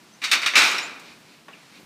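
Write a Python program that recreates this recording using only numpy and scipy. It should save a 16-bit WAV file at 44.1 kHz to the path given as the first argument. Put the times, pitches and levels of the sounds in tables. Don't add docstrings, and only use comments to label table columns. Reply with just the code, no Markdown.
import sys
import numpy as np
from scipy import signal
from scipy.fft import rfft, irfft, next_fast_len
from scipy.io import wavfile

SR = 44100
rng = np.random.default_rng(int(sys.argv[2]) if len(sys.argv) > 2 else 0)


def dump(signal):
    limited = np.clip(np.atleast_2d(signal).T, -1, 1)
    pcm = np.round(limited * 32767).astype(np.int16)
    wavfile.write(sys.argv[1], SR, pcm)


N = 81585
T = np.arange(N) / SR


def from_db(db):
    return 10 ** (np.asarray(db) / 20)


def unit_rms(x):
    return x / np.sqrt(np.mean(x ** 2) + 1e-20)


def at_hz(points, hz):
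    f, values = np.transpose(points)
    return np.interp(np.log(hz + 1e-3), np.log(f), values)


def coloured(x, spectrum):
    size = 2 * next_fast_len(N // 2 + 4096, real=True)
    gain = unit_rms(from_db(at_hz(spectrum, np.arange(size // 2 + 1) * SR / size)))
    cepstrum = irfft(np.log(gain))[:size // 2]
    response = np.exp(2 * rfft(cepstrum, size) - cepstrum[0])
    return irfft(rfft(x, size) * response)[:N]


def noise(spectrum):
    return coloured(rng.standard_normal(N), spectrum)


def fluctuation(cutoff_hz, shape=N):
    lowpass = signal.butter(2, cutoff_hz, fs=SR, output="sos")
    return unit_rms(signal.sosfilt(lowpass, rng.standard_normal(shape)))


def octaves(x):
    size = next_fast_len(N, real=True)
    centres = 110 * 2. ** np.arange(8)
    spectrum, hz = rfft(x, size), np.arange(size // 2 + 1) * SR / size
    return [(c, irfft(spectrum * at_hz(np.c_[centres, centres == c], hz), size)[:N]) for c in centres]


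def decay(start, t60, rise=.0012):
    age = np.maximum(T - start, 0)
    return (1 - np.exp(-age / rise)) * np.exp(-np.minimum(np.log(1000) * age / t60, 20))


def struck_modes(start, modes):
    return sum(from_db(db) * decay(start, t60) * np.sin(2 * np.pi * hz * (T - start))
               for hz, db, t60 in modes)


# f/Hz, relative density level/dB
HISS_SPECTRUM = [(40, -26), (150, 8), (400, -2), (1000, 0), (2400, -2), (5000, -5), (9000, -12),
                 (15000, -24.5)]
RUMBLE_SPECTRUM = [(25, -14), (55, -13), (80, -2.5), (110, -15.5), (165, 0), (300, -0.5), (500, -12),
                   (1000, -13.5), (3000, -29.5)]
# t/s, level/dB
HISS_LEVELS = [(0, -54), (.2, -53.5), (1.2, -53.5), (1.44, -56.5), (1.65, -53), (1.85, -54)]
RUMBLE_LEVELS = [(0, -55.5), (.2, -62), (1.15, -54.5), (1.4, -57), (1.7, -60), (1.8, -51), (1.85, -53)]
def background():
    hiss = from_db(np.interp(T, *np.transpose(HISS_LEVELS))) * noise(HISS_SPECTRUM)
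    rumble = from_db(np.interp(T, *np.transpose(RUMBLE_LEVELS))) * noise(RUMBLE_SPECTRUM)
    return hiss + rumble


# centre t/s, standard deviation/s, level/dB
RUSTLE_SWELLS = [(1.083, .05, -47.5), (1.32, 0.061, -54.5), (1.593, 0.084, -57.5), (1.767, 0.035, -51.5)]
# f/Hz, relative density level/dB
RUSTLE_SPECTRUM = [(40, -39), (200, -4), (900, -13.5), (1900, -5.5), (2450, 2.5), (3100, -8), (3900, -3),
                   (7000, -18), (15000, -37)]
def rustles():
    swells = sum(from_db(db) * np.exp(-.5 * ((T - centre) / width) ** 2)
                 for centre, width, db in RUSTLE_SWELLS)
    return swells * noise(RUSTLE_SPECTRUM)


# t/s, duration/s, start f/Hz, end f/Hz, level/dB
BIRD_WHISTLES = [(0.124, 0.039, 6140, 6200, -51.5), (0.525, 0.081, 6330, 6300, -36),
                 (0.669, 0.079, 6630, 6640, -38), (0.802, 0.076, 6900, 7100, -41)]
def bird(waver_hz=70, flutter_db=3):
    out = 0
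    waver, flutter = fluctuation(150, (2, N))
    for start, length, start_hz, end_hz, db in BIRD_WHISTLES:
        progress = np.clip((T - start) / length, 0, 1)
        hz = start_hz + (end_hz - start_hz) * np.sin(np.pi * progress / 2) + waver_hz * waver
        envelope = from_db(db + flutter_db * flutter) * np.sin(np.pi * progress)
        out += envelope * np.sin(2 * np.pi * np.cumsum(hz) / SR)
    return out


# t/s, f/Hz, level/dB
SQUEAK_TRACK = [(1.525, 2666, -57), (1.535, 2700, -45), (1.546, 2466, -50), (1.562, 2410, -55),
                (1.59, 2430, -87)]
def squeak(half_width_hz=230):
    times, hz, db = np.transpose(SQUEAK_TRACK)
    in_phase, quadrature = fluctuation(half_width_hz, (2, N))
    phase = 2 * np.pi * np.cumsum(np.interp(T, times, hz)) / SR
    tone = unit_rms(in_phase * np.cos(phase) + quadrature * np.sin(phase))
    return tone * from_db(np.interp(T, times, db)) * (T > times[0]) * (T < times[-1])


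# f/Hz, T60/s
PORCH_T60 = [(150, 1.08), (400, 1.21), (1000, 0.79), (2700, 0.71), (7000, 0.59), (14000, 0.53)]
def porch_tail(start, hz):
    return decay(start, at_hz(PORCH_T60, hz), rise=.0033)


# f/Hz, relative density level/dB
TAP_SPECTRUM = [(40, -43), (120, -17), (400, -2), (800, -1.5), (1150, 0), (1850, -2), (3500, -9.5),
                (5000, -20), (15000, -40)]
# f/Hz, level/dB, T60/s
TAP_RESONANCES = [(1107, -38, 0.077), (1810, -46, 0.062)]
def tap(start=1.4816, level_db=-37.5, room_db=-13):
    lowest_hz = TAP_RESONANCES[0][0]
    envelope = decay(start, t60=.049) + from_db(room_db) * porch_tail(start, lowest_hz)
    return from_db(level_db) * envelope * noise(TAP_SPECTRUM) + struck_modes(start, TAP_RESONANCES)


# f/Hz, level/dB, T60/s
CLINK_MODES = [(3890, -27.5, 0.096), (4860, -31, 0.11), (5405, -27.5, 0.098), (5630, -32, 0.12),
               (5440, -27.5, 0.093), (7950, -47, 0.12)]
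def clink():
    return struck_modes(.7815, CLINK_MODES)


def impacts(contacts, spectrum, bass_hz=710, treble_hz=4860, buzz_db=1.5):
    out = 0
    buzz = from_db(buzz_db * fluctuation(253))
    for hz, band in octaves(rng.standard_normal(N)):
        bass_shelf = 1 / (1 + (hz / bass_hz) ** 2)
        treble_shelf = 1 / (1 + (treble_hz / hz) ** 2)
        clatter_t60 = .26 * (treble_hz / max(hz, treble_hz)) ** .98
        power = 0
        for start, db, bass_db, treble_db, room_db, rise, snap_db in contacts:
            snap = from_db(snap_db) * decay(start, t60=.02, rise=rise)
            crack = decay(start, t60=.095, rise=rise)
            clatter = from_db(-5) * decay(start, clatter_t60, rise)
            direct_power = (snap ** 2 + crack ** 2 + clatter ** 2) * buzz ** 2
            tail = from_db(room_db - 9) * porch_tail(start, hz)
            gain = from_db(db + bass_shelf * bass_db + treble_shelf * treble_db)
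            power += gain ** 2 * (direct_power + tail ** 2)
        out += band * np.sqrt(power)
    return coloured(out, spectrum)


def ringing(contacts, modes, level_db, spread_db=1.5):
    times, contact_db = np.transpose(contacts)[:2]
    out, chance = 0, rng.standard_normal((len(times), 2, len(modes)))
    for k, (hz, mode_db, t60) in enumerate(modes):
        strength = from_db(level_db + contact_db + mode_db + spread_db * chance[:, 1, k])
        impulses = np.full(N, 1e-18)
        impulses[(times * SR).astype(int)] = np.sign(chance[:, 0, k]) * strength
        radius, angle = np.exp(-np.log(1000) / (t60 * SR)), 2 * np.pi * hz / SR
        out += signal.lfilter([0, np.sin(angle)], [1, -2 * radius * np.cos(angle), radius ** 2], impulses)
    return out


# t/s, relative level/dB, bass/dB, treble/dB, reverberation offset/dB, rise/s, snap/dB
LATCH_CONTACTS = [(0.2165, -29, 10, -1, 3, 0.01, -20), (0.2368, -18, -6, 2.5, -4, .004, -5),
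                  (0.3135, -13, -7, 7.5, -9, 0.0018, 5), (0.3230, -17, -12, -4, -11, 0.00069, 10.5),
                  (0.3296, -14.5, -2.5, 1, -9, 0.00033, 4.5), (0.3485, -20.5, 11.5, -7, -4, .003, -10),
                  (0.4168, -26, -1, 1, -3, 0.0011, 0), (0.43, -22.5, 5, -7.5, 1, 0.0011, -6),
                  (0.4608, -14.5, -1, 0.5, -6, 0.0019, 6), (0.5352, -22.5, 6, -24, 9.5, 0.00064, -3)]
# f/Hz, relative density level/dB
LATCH_SPECTRUM = [(40, -64), (100, -48), (280, -20), (500, -25), (620, -17), (850, -17), (1250, -6),
                  (1800, -6.5), (2150, -2.5), (2420, -1), (2800, -4.5), (3350, -11), (3720, -2.5),
                  (4200, -10.5), (4500, -6), (5000, -13.5), (5500, -10.5), (7500, -20), (8700, -20),
                  (10500, -30), (13000, -29), (15500, -33.5)]
# f/Hz, relative level/dB, T60/s
LATCH_RESONANCES = [(1378, -8, .38), (1530, -9, .28), (2298, 0, .38), (2400, 1, .22), (2444, 3, .24),
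                    (2570, -2, .2), (2890, -8, .26), (3680, 2, .34), (3785, -2, .22), (3920, -5, .2),
                    (4435, -3, .26), (5400, -7, .2), (5860, -8, .26), (7920, -11, .18)]
def latch():
    clacks = impacts(LATCH_CONTACTS, LATCH_SPECTRUM)
    return clacks + ringing(LATCH_CONTACTS, LATCH_RESONANCES, level_db=-19.5)


# t/s, relative level/dB, bass/dB, treble/dB, reverberation offset/dB, rise/s, snap/dB
DOOR_CONTACTS = [(0.5542, -11, -7, -2, 6, .001, 0), (0.565, -13.5, 5.5, -1, 4.5, 0.0013, -3),
                 (0.576, -11.5, -5, 0, 2.5, 0.0027, -4), (0.618, -21.5, -1, -1, 7, .001, -7),
                 (0.635, -18, 1.5, -3, 4, 0.0012, 2), (0.712, -40.5, 4, 18, -0.5, 0.0015, -4),
                 (0.745, -25.5, 8, -13, -2, 0.0011, 7), (0.7812, -28, -6, 0, -6, 0.00074, 7),
                 (0.9965, -56.5, -2, 19, -16, 0.00041, 7)]
# f/Hz, relative density level/dB
DOOR_SPECTRUM = [(40, -52), (100, -44.5), (170, -24), (270, -17), (550, -15.5), (900, -9), (1200, -5),
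                 (1500, -1.5), (1780, -5), (2000, -4), (2350, 1.5), (2680, -2), (2980, -5.5), (3450, -7.5),
                 (3850, -2), (4500, -8.5), (5300, -7.5), (7200, -15), (8300, -15.5), (10300, -25),
                 (13000, -26), (15500, -33)]
# f/Hz, relative level/dB, T60/s
BAR_MODES = [(904, -14, .8), (1184, -6, .75), (1290, -6, .6), (1440, -6, .7), (1582, -3, .5),
             (1624, -2, .55), (1906, 0, .42), (2014, -1, .42), (2272, -4, .75), (2372, -4, .72),
             (2447, -1, .75), (2660, 3, .45), (2832, -1, .4), (3120, -6, .55)]
def door():
    return impacts(DOOR_CONTACTS, DOOR_SPECTRUM) + ringing(DOOR_CONTACTS, BAR_MODES, level_db=-17.5)


def scene():
    return (background() + rustles() + latch() + door() + clink() + tap() + squeak() + bird())[None]


def record(dry, headroom=.78, low_cut_hz=113, high_cut_hz=15300):
    rounded = headroom * np.tanh(dry / headroom)
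    thin = signal.sosfilt(signal.butter(2, low_cut_hz, "high", fs=SR, output="sos"), rounded)
    return signal.sosfilt(signal.ellip(12, .1, 80, high_cut_hz, fs=SR, output="sos"), thin)


dry = scene()
out = record(dry)
dump(out)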